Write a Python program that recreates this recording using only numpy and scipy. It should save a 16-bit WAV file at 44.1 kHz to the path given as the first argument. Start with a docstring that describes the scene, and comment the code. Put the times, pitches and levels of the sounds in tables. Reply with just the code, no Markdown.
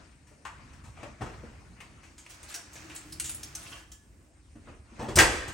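"""A low room hum and rubbing hinges come first, with knocks, as an oven door is pulled open in a kitchen.
Then a baking sheet lined with parchment is dragged out over the rack: wires grate and drone, paper rustles
and snaps, the sheet clinks and rings faintly. Last, the door is lifted and slammed. Shaped noise makes the
rubbing and the hum, bursts of tiny impacts the contacts, decaying sines the ringing metal.
Two microphone ports, close together, hear it from a few steps away, with the echoes of the kitchen."""
import sys
import numpy as np
from scipy import signal
from scipy.fft import rfft, irfft, next_fast_len
from scipy.io import wavfile
from scipy.ndimage import uniform_filter1d

SR = 44100
rng = np.random.default_rng(int(sys.argv[2]) if len(sys.argv) > 2 else 0)


def output_pcm(signal):
    """Save a mono or channel-first signal as 16-bit PCM at the path in sys.argv[1].

    Samples are clipped to [-1, 1] before scaling.
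    """
    pcm = np.clip(np.atleast_2d(signal).T, -1, 1) * 32767
    wavfile.write(sys.argv[1], SR, np.round(pcm).astype(np.int16))


N = 243917  # length in samples

# Room hum. Each row: frequency in Hz, relative density in dB per Hz.
HUM_SPECTRUM = [(20, -44), (45, -42), (62, 12), (80, 4), (110, -10.5), (300, -3.5), (420, -13), (1000, -22),
                (1800, -65), (3000, -104.5), (7000, -30), (10000, -19.5), (11600, -75), (16000, -64)]
HUM_DB = -58.5  # rms

# Door swinging on its hinges, one table a swing.
# Each row: time in seconds, rubbing level in dB, rumble level in dB.
DOOR_SWINGS = [
    [(0, -56, -60), (.15, -66, -57), (.36, -69, -64), (.6, -59, -55.5), (.94, -64, -54), (1.06, -50, -53),
     (1.17, -63, -62), (1.23, -52, -45.5), (1.46, -56.5, -51), (1.66, -61, -54), (1.9, -61, -54),
     (2.15, -60.5, -63.5)],
    [(4.3, -70.5, -61.5), (4.6, -67, -57.5), (4.69, -58, -55), (4.82, -68, -61), (4.96, -56.5, -61),
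     (5.03, -44, -59), (5.13, -64, -60)],
]
# Rubbing and scraping surfaces. Each row: frequency in Hz, relative density in dB per Hz.
RUB_SPECTRUM = [(200, -18), (600, -3), (1300, 2), (2500, 2), (3300, -5.5), (6000, 0), (10300, -8.5),
                (11800, -36), (16000, -31)]
# Low shaking of the stove and rack. Each row: frequency in Hz, relative density in dB per Hz.
RUMBLE_SPECTRUM = [(25, -48), (50, 1), (80, -4), (140, -9), (300, -22), (450, -29), (900, -56.5)]
# Harder rubbing is duller: dB per octave at the soft level, then dB per octave lost for each dB above it
RUB_SOFT_DB, RUB_SOFT_TILT_DB, DULLING = -67.5, -2, 0.22
# The door drifts from the left to the middle as the microphone turns to it: left minus right in dB
LEFT_AT_START_DB, LEFT_AT_END_DB = 8.5, 1.5
RUB_PAN_SHARE = 0.6  # part of that difference heard in the rubbing

# Door knocks. Each row: start in seconds, peak rattle level in dB, strongest ring in Hz,
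# tilt in dB per octave, rattle decay in seconds (limited to 0.08), weight in dB:
# drive of the stove's thump against the rattle.
DOOR_KNOCKS = [(0.269, -63.5, 405, 2, 0.049, -22), (0.309, -59, 519, -2.5, 0.031, -4),
               (0.451, -38.5, 1050, -4.5, 0.025, -39), (0.731, -58.5, 1630, 0, 0.023, -25),
               (0.838, -56.5, 1150, 0.5, 0.048, 4), (0.969, -51, 2440, -4, 0.094, -18),
               (1.029, -42.5, 665, -3.5, 0.014, -12), (1.075, -55, 1140, -4, 0.01, 9.5),
               (1.208, -40, 740, -4.5, 0.008, -2.5), (1.215, -36.5, 378, -3.5, 0.021, -1),
               (1.259, -47, 514, -5.5, 0.034, -24), (1.431, -47, 590, -4.5, 0.0083, 2.5),
               (1.803, -47, 2300, 0, 0.023, -18), (2.031, -55.5, 2300, 0.5, 0.042, -21),
               (4.553, -57.5, 620, -0.5, 0.016, 9), (4.67, -44.5, 1490, -9, 0.028, -6.5),
               (4.918, -64, 398, -1, 0.028, 15.5), (4.991, -37.5, 785, -3, 0.088, -0.5),
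               (5.023, -54, 634, 23, 0.009, 18.5), (5.083, -36, 443, -1.5, 0.03, 1),
               (5.116, -51, 466, -8, 0.016, -8), (5.156, -21.5, 5100, 9.5, 0.015, -6),
               (5.169, -22.5, 420, -0.5, 0.025, -0.5), (5.186, -10.5, 1780, 2, 0.014, -18.5),
               (5.2, -16.5, 373, -1, 0.02, -16), (5.219, -25.5, 1920, -2.5, 0.053, -4.5),
               (5.304, -38.5, 1870, 1.5, 0.071, -3), (5.477, -41.5, 1184, 3, 0.016, 0)]
# Rattle of hard contacts. Each row: frequency in Hz, relative density in dB per Hz.
KNOCK_SPECTRUM = [(150, -9), (400, 3.5), (1000, 4), (1900, 2.5), (2600, 2), (3200, -4), (5000, -5.5),
                  (8000, -4), (10600, -7.5), (11500, -19), (16000, -25)]
# Door panel modes. Each row: frequency in Hz, relative level in dB, undamped t60 in seconds.
DOOR_MODES = [(1070, -24, .5), (1280, 4, 0.31), (1400, 9, 0.28), (1630, -21, 0.23), (1834, 5, 0.61),
              (1964, 18, 0.41), (2300, -14, 0.45), (2900, -12, .4), (3490, 23.5, 0.5)]
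# Low modes of the stove body. Each row: frequency in Hz, level in dB, t60 in seconds.
STOVE_MODES = [(39.8, 3.5, 0.72), (59, -2, 0.7), (90.6, 7, 0.09), (130.3, 1.5, 0.19), (229.3, 5.5, 0.16),
               (301.4, 7.5, 0.13), (362, -21, 0.11)]
KNOCK_RISE_S, KNOCK_RING_DB = 0.0027, 6.5
RISE_DOUBLES_DB = 15  # a heavier knock lands more softly: its rise doubles with this much more weight
BODY_DB, BODY_PER_WEIGHT = 5, 0.66  # a heavier knock has more body under 700 Hz: dB, dB per dB of weight
# Harder knocks reach the deeper modes: thump centre of a -38 dB knock, octaves down per dB above that
THUMP_HZ, THUMP_DROP_PER_DB = 126.7, 0.03

# Sheet dragged over the rack. Each row: time in seconds, scraping level in dB, rumble level in dB.
SHEET_DRAG = [(2.1, -69.5, -66), (2.3, -58, -64.5), (2.5, -53, -59.5), (2.69, -57.5, -61.5),
              (2.83, -52, -51), (2.98, -52, -61), (3.08, -58, -53.5), (3.45, -54.5, -50), (3.6, -55, -56.5),
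              (3.78, -51.5, -60), (3.84, -60, -63), (3.97, -72.5, -64), (4.3, -68.5, -64.5)]
# Paper shifting on the sheet. Each row: time of full level in seconds, rustle level in dB, hold in seconds.
PAPER_RUSTLES = [(2.30, -50, 0.0077), (2.49, -49, 0.035), (2.73, -59, 0.03), (2.95, -59.5, .18),
                 (3.56, -50.5, 0.2)]
RUSTLE_RISE_S, RUSTLE_FADE_DB_PER_S = 0.017, 210
# Rack wires shuddering under the weight.
# Each row: time of full level in seconds, drone level in dB, hold in seconds.
RACK_DRONES = [(2.85, -60, 0.34), (3.56, -74, .05), (3.83, -73, 0.027)]
# Drone of the rack wires. Each row: frequency in Hz, relative density in dB per Hz.
RACK_SPECTRUM = [(200, -40), (280, -9), (310, 21), (340, 3.5), (480, -18), (700, -99)]
DRONE_RISE_S, DRONE_FADE_DB_PER_S, DRONE_UNDER_SCRAPE_DB = 0.059, 54, -13

# Parchment snaps. Each row: start in seconds, peak level in dB, strongest ring in Hz,
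# tilt in dB per octave, crackle decay in seconds.
PARCHMENT_SNAPS = [(2.1797, -49.5, 7100, -2, 0.023), (2.263, -45.5, 2140, -3, 0.0053),
                   (2.3048, -51.5, 5900, 5, 0.019), (2.4292, -48, 7960, 0.5, 0.015),
                   (2.501, -48.5, 8500, -4.5, 0.064), (2.5411, -35.5, 5800, 1, 0.018),
                   (2.731, -50.5, 6600, 7, 0.02), (2.7546, -47.5, 6540, -5, 0.03),
                   (2.8977, -48, 2380, -3.5, 0.042), (2.9498, -43, 2780, 9, 0.013),
                   (2.9604, -38.5, 7960, 0.5, 0.0073), (3.1227, -40.5, 4630, 3, 0.012),
                   (3.198, -27.5, 8950, 0, 0.0074), (3.2426, -36, 7300, 1, 0.039),
                   (3.2932, -32.5, 10200, 1, 0.0093), (3.3458, -36, 9700, 9, 0.0079),
                   (3.431, -37, 5640, 3.5, 0.0086), (3.5504, -34, 6160, 4, 0.006),
                   (3.9172, -46, 6300, 3.5, 0.013)]
# Brightness of the paper. Each row: frequency in Hz, relative density in dB per Hz.
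PAPER_SPECTRUM = [(500, -6.5), (1500, 6), (3000, 8), (5500, 6), (8500, 7), (10500, 12.5), (11800, -6),
                  (16000, -4.5)]

# Sheet clinking on the rack wires. Each row: start in seconds, peak level in dB,
# strongest ring of the contact in Hz, contact decay in seconds.
RACK_CLINKS = [(2.545, -51.5, 1620, 0.016), (2.894, -57, 2650, 0.017), (3.565, -54, 1300, 0.019),
               (3.661, -50.5, 2820, 0.039), (3.718, -46, 3220, 0.019), (3.734, -60, 1500, 0.025),
               (3.59, -64, 673, 0.05), (3.80, -62, 1730, 0.022), (3.915, -63, 3400, 0.016)]
# Baking sheet modes. Each row: frequency in Hz, relative level in dB, undamped t60 in seconds.
SHEET_MODES = [(700, -1, .2), (1147, -8, .25), (1300, 0, .12), (1465, -2, .2), (1600, -2, .08),
               (1715, -6, 1.1), (2770, 3, .06), (3075, 0, .08), (3280, 3, .06), (4300, 0, .15)]

# Echo tail of the kitchen. Each row: frequency in Hz, t60 in seconds.
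KITCHEN_T60 = [(60, 0.19), (170, 1), (400, 1), (1000, 0.88), (4000, 0.83), (9000, 0.54), (14000, 0.18)]
# Diffuse sound at the two ports. Each row: frequency in Hz, likeness of the ports from 0 to 1.
PORT_LIKENESS = [(60, 0.96), (300, 0.85), (800, 0.35), (1500, 0.18), (3000, 0.36), (6000, 0.45), (9000, 1)]
# Phase between the ports. Each row: frequency in Hz, radians by which the left leads.
PORT_LEAD_PHASE = [(1500, 0), (5000, .35), (8500, .1), (9900, -3.0), (10500, -3.3), (11600, -6.2),
                   (12600, -6.4), (13400, -9.3), (14300, -9.6), (15200, -12.5)]
EDGE_HZ = 16100  # upper band limit


def gain_of(db):
    """Decibels to a factor."""
    return 10 ** (np.asarray(db) / 20)


def evened(x):
    """Scales to rms 1."""
    return x / np.sqrt(np.mean(x ** 2) + 1e-20)


def peak_evened(x):
    """Scales so that the loudest 200 samples have rms 1."""
    return x / np.sqrt(uniform_filter1d(x ** 2, size=200).max())


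def smoothed(x, size, axis=-1):
    """Two running averages in a row."""
    once = uniform_filter1d(x, size=size, axis=axis)
    return uniform_filter1d(once, size=size, axis=axis)


def read(points, hz):
    """Value of a table at hz, straight on a log axis."""
    f, value = np.transpose(points)
    return np.interp(np.log(hz + 1), np.log(f + 1), value)


def add(mix, s, sound):
    """Lays a sound into the mix at s seconds."""
    part = mix[round(s * SR):][:len(sound)]
    part += sound[:len(part)]


def curves(rows):
    """A window that is 1 while a table runs, with soft edges, then its columns as curves over all samples."""
    s, *columns = np.transpose(rows)
    t = np.arange(N) / SR
    inside = ((t >= s[0]) & (t <= s[-1])) * 1.
    running = uniform_filter1d(inside, size=2000, mode="nearest")
    return running, *(np.interp(t, s, c) for c in columns)


def noise(spectrum, tilt_db=0., patchy_db=2., size=1024):
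    """Random short-time spectra, partly alike at both ports, with drifting patches and a tilt that may move."""
    hop = size // 4
    frames, hz = N // hop + 5, np.fft.rfftfreq(size, 1 / SR)
    a, b, c, d, patches = rng.standard_normal((frames, len(hz), 5)).T
    patches = evened(smoothed(smoothed(patches, 8, axis=0), 8, axis=1))
    tilt_db = np.interp(np.arange(frames) * hop, np.arange(N), tilt_db * np.ones(N))
    octaves = np.log2((hz[:, None] + 50) / 1500)
    shape = gain_of(read(spectrum, hz)[:, None] + octaves * tilt_db)
    shape /= np.sqrt((shape ** 2).mean(axis=0))
    same = np.clip(read(PORT_LIKENESS, hz), 0, 1)[:, None]
    left = a + 1j * b
    right = same * left + np.sqrt(1 - same ** 2) * (c + 1j * d)
    z = np.array([left, right]) * shape * gain_of(patchy_db * patches)
    return evened(signal.istft(z, nperseg=size, noverlap=size - hop)[1][:, :N])


def room_hum():
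    """The room hums low: steady noise weighted to the bass."""
    return gain_of(HUM_DB) * noise(HUM_SPECTRUM, patchy_db=3.0, size=2048)


def door_pan_db(s):
    """Left minus right level of the door at time s."""
    return LEFT_AT_START_DB + (LEFT_AT_END_DB - LEFT_AT_START_DB) * s * SR / N


def panned(x, pan_db):
    """Shares a level difference between the ports."""
    return x * gain_of(np.multiply.outer([.5, -.5], pan_db * np.ones(N)))


def door_swings():
    """Hinges and gasket rub while the heavy door shakes the stove."""
    out = np.zeros((2, N))
    pan_db = RUB_PAN_SHARE * door_pan_db(np.arange(N) / SR)
    for rows in DOOR_SWINGS:
        running, rub_db, rumble_db = curves(rows)
        tilt_db = RUB_SOFT_TILT_DB - DULLING * (rub_db - RUB_SOFT_DB)
        rub = gain_of(rub_db) * noise(RUB_SPECTRUM, tilt_db, patchy_db=-2.0, size=512)
        rumble = gain_of(rumble_db) * noise(RUMBLE_SPECTRUM, patchy_db=2., size=2048)
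        out += running * (panned(rub, pan_db) + rumble)
    return out


def causal(db):
    """Impulse response with this spectrum that starts at once (minimum phase)."""
    cepstrum = irfft(np.log(gain_of(db)))
    half = len(cepstrum) // 2
    cepstrum[1:half] *= 2
    cepstrum[half + 1:] = 0
    return irfft(np.exp(rfft(cepstrum)))[:half]


def uneven(spread_db, count):
    """Sizes of tiny impacts: mostly alike, a few larger."""
    return gain_of(spread_db * np.minimum(rng.exponential(1, count), 4))


def contact(spectrum, ring_hz, tilt_db, rise, length, bump_db, spread_db, body_db=0.):
    """Tiny uneven impacts that swell and die away, coloured by the object; loudest stretch at rms 1."""
    t, hz = np.arange(8192) / SR, np.fft.rfftfreq(4096, 1 / SR)
    impacts = rng.standard_normal(8192) * uneven(spread_db, count=8192)
    impacts *= np.exp(-t / np.clip(length, .002, .08))
    impacts *= 1 - np.exp(-t / np.clip(rise, .0002, .03))
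    tilt = tilt_db * np.log2((hz + 50) / 2000)
    bump = bump_db * np.exp(-(np.log2((hz + 50) / ring_hz) / .3) ** 2)
    body = body_db / (1 + (hz / 700) ** 4)
    # each contact favours other bands
    ripple = 1.6 * evened(smoothed(rng.standard_normal(len(hz)), 30))
    colour = causal(read(spectrum, hz) + tilt + bump + body + ripple)
    return peak_evened(signal.oaconvolve(impacts, colour))


def ringing(modes, damping, spread):
    """Impulse response of a metal part, energy 1: each mode is a tight beating cluster, a touch damps it."""
    t = np.arange(SR)[:, None] / SR
    hz, db, t60 = np.transpose(modes)
    beats = 0
    for _ in range(4):
        detuned_hz = hz * (1 + spread * rng.standard_normal(len(hz)))
        beats = beats + np.sin(2 * np.pi * detuned_hz * t)
    ring = (gain_of(db - 60 * t / (t60 * damping)) * beats).sum(axis=1)
    return ring / np.linalg.norm(ring)


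def thump(hz, rise):
    """The heavy stove body answers a push with its low modes, most with those near hz."""
    t = np.arange(SR // 2)[:, None] / SR
    mode_hz, db, t60 = np.transpose(STOVE_MODES)
    near_db = -9. * abs(np.log2(mode_hz / hz))
    decay = gain_of(db + near_db - 60 * t / t60)
    modes = decay * np.sin(2 * np.pi * mode_hz * t) * rng.choice([-1, 1], len(db))
    return modes.sum(axis=1) * (1 - np.exp(-t[:, 0] / (rise + 0.00043)))


def door_knocks():
    """Each knock rattles, rings the door panel and pushes a low thump through the stove."""
    rattle, thumps = np.zeros((2, N)), np.zeros(N)
    for s, db, hz, tilt_db, length, weight_db in DOOR_KNOCKS:
        rise = KNOCK_RISE_S * 2 ** (weight_db / RISE_DOUBLES_DB)
        body_db = BODY_DB + BODY_PER_WEIGHT * weight_db
        sound = contact(KNOCK_SPECTRUM, hz, tilt_db, rise, length, KNOCK_RING_DB, 2., body_db)
        add(rattle[0], s, gain_of(db + door_pan_db(s) / 2) * sound)
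        add(rattle[1], s, gain_of(db - door_pan_db(s) / 2) * sound)
        thump_hz = THUMP_HZ / 2 ** (THUMP_DROP_PER_DB * (db + 38))
        add(thumps, s, gain_of(db + weight_db) * thump(thump_hz, rise))
    door = ringing(DOOR_MODES, 0.14, spread=0.009)
    panel = signal.fftconvolve(rattle.mean(axis=0), door)[:N]
    return rattle + thumps + gain_of(-18.5) * panel


def swells(rows, rise, fade_db_per_s):
    """Each row rises to its time, holds and fades by one rule."""
    t, out = np.arange(N) / SR, np.zeros(N)
    for s, db, hold in rows:
        fade_db = fade_db_per_s * np.maximum(t - s - hold, 0)
        out += np.clip((t - s) / rise + 1, 0, 1) ** 2 * gain_of(db - fade_db)
    return out


def sheet_drag():
    """The sheet grates over the wires in uneven slips, the rack drones and the paper rustles."""
    running, scrape_db, rumble_db = curves(SHEET_DRAG)
    slips, creases = (evened(uniform_filter1d(uneven(7., count=N), size=40)) for _ in range(2))
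    scrape = gain_of(scrape_db) * slips * noise(RUB_SPECTRUM, -2.15, patchy_db=0.0, size=512)
    shifting = swells(PAPER_RUSTLES, RUSTLE_RISE_S, RUSTLE_FADE_DB_PER_S)
    rustle = shifting * creases * noise(PAPER_SPECTRUM, patchy_db=3., size=256)
    shudder = swells(RACK_DRONES, DRONE_RISE_S, DRONE_FADE_DB_PER_S)
    shudder += gain_of(scrape_db + DRONE_UNDER_SCRAPE_DB)
    drone = shudder * noise(RACK_SPECTRUM, patchy_db=1., size=2048)
    rumble = gain_of(rumble_db) * noise(RUMBLE_SPECTRUM, 2.5, patchy_db=2., size=2048)
    return running * (scrape + rustle + drone + rumble)


def paper_snaps():
    """Creases in the parchment let go in short bright clusters."""
    out = np.zeros(N)
    for s, db, hz, tilt_db, length in PARCHMENT_SNAPS:
        snap = contact(PAPER_SPECTRUM, hz, tilt_db, .0006, length, bump_db=8., spread_db=2.5)
        add(out, s, gain_of(db) * snap)
    return out


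def sheet_clinks():
    """Short rattling contacts with the rack, which also set the modes of the sheet ringing."""
    out, sheet = np.zeros(N), ringing(SHEET_MODES, .9, spread=.0015)
    for s, db, hz, length in RACK_CLINKS:
        rattle = contact(KNOCK_SPECTRUM, hz, 0, 0.00063, length, bump_db=14.0, spread_db=3.5)
        clink = signal.fftconvolve(rattle, sheet)
        add(clink, 0, 0.56 * rattle)
        add(out, s, gain_of(db) * peak_evened(clink))
    return out


def echoes():
    """Sparse echoes of random sign: strong early ones off the cabinets, then a tail dying band by band."""
    taps = np.zeros((2, SR))
    at = np.arange(60, SR - 20, 20) + rng.integers(0, 20, (2, (SR - 61) // 20))
    np.put_along_axis(taps, at, rng.choice([-1., 1.], at.shape), 1)
    hz, t, z = signal.stft(taps, SR, nperseg=256)
    same = np.clip(read(PORT_LIKENESS, hz) - .02, 0, 1)[:, None]
    z[1] = same * z[0] + np.sqrt(1 - same ** 2) * z[1]
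    late = gain_of(-60 * t / read(KITCHEN_T60, hz)[:, None])
    early = gain_of(8.0 - 60 * t / 0.17)
    tail = signal.istft(z * (late + early), SR, nperseg=256)[1]
    return tail / np.linalg.norm(tail[0])


def kitchen(x):
    """Sounds start at ever different spots, so three sets of echoes take turns."""
    turn = 2 * np.pi * 12 * np.arange(N) / SR  # 12 turns a second
    out = np.zeros((2, N))
    for k in range(3):
        share = np.sqrt(2 / 3) * np.cos(turn + 2 * np.pi * k / 3)
        out += signal.fftconvolve((share * x)[None], echoes(), axes=1)[:, :N]
    return out


def scene():
    """Everything at the oven with its echoes, over the hum of the room."""
    hits = door_knocks() + paper_snaps() + sheet_clinks()
    rubs = door_swings() + sheet_drag()
    reflected = kitchen((hits + 0.36 * rubs).mean(axis=0))
    return hits + rubs + gain_of(-1.5) * reflected + room_hum()


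def record(dry):
    """Deepest bass is cut, treble slips out of step between the ports, peaks round off; then the band limit."""
    size = next_fast_len(N + 4096)
    lead = read(PORT_LEAD_PHASE, np.fft.rfftfreq(size, 1 / SR))
    lean = signal.sosfilt(signal.butter(3, 38., "high", fs=SR, output="sos"), dry)
    turned = rfft(lean, size) * np.exp(1j * np.array([lead, -lead]) / 2)
    ports = irfft(turned, size)[:, :N]
    soft = .95 * np.tanh(ports / .95)
    band_limit = signal.firwin(511, EDGE_HZ, window=("kaiser", 9), fs=SR)
    return signal.oaconvolve(soft, band_limit[None], "same")


dry = scene()
out = record(dry)
output_pcm(out)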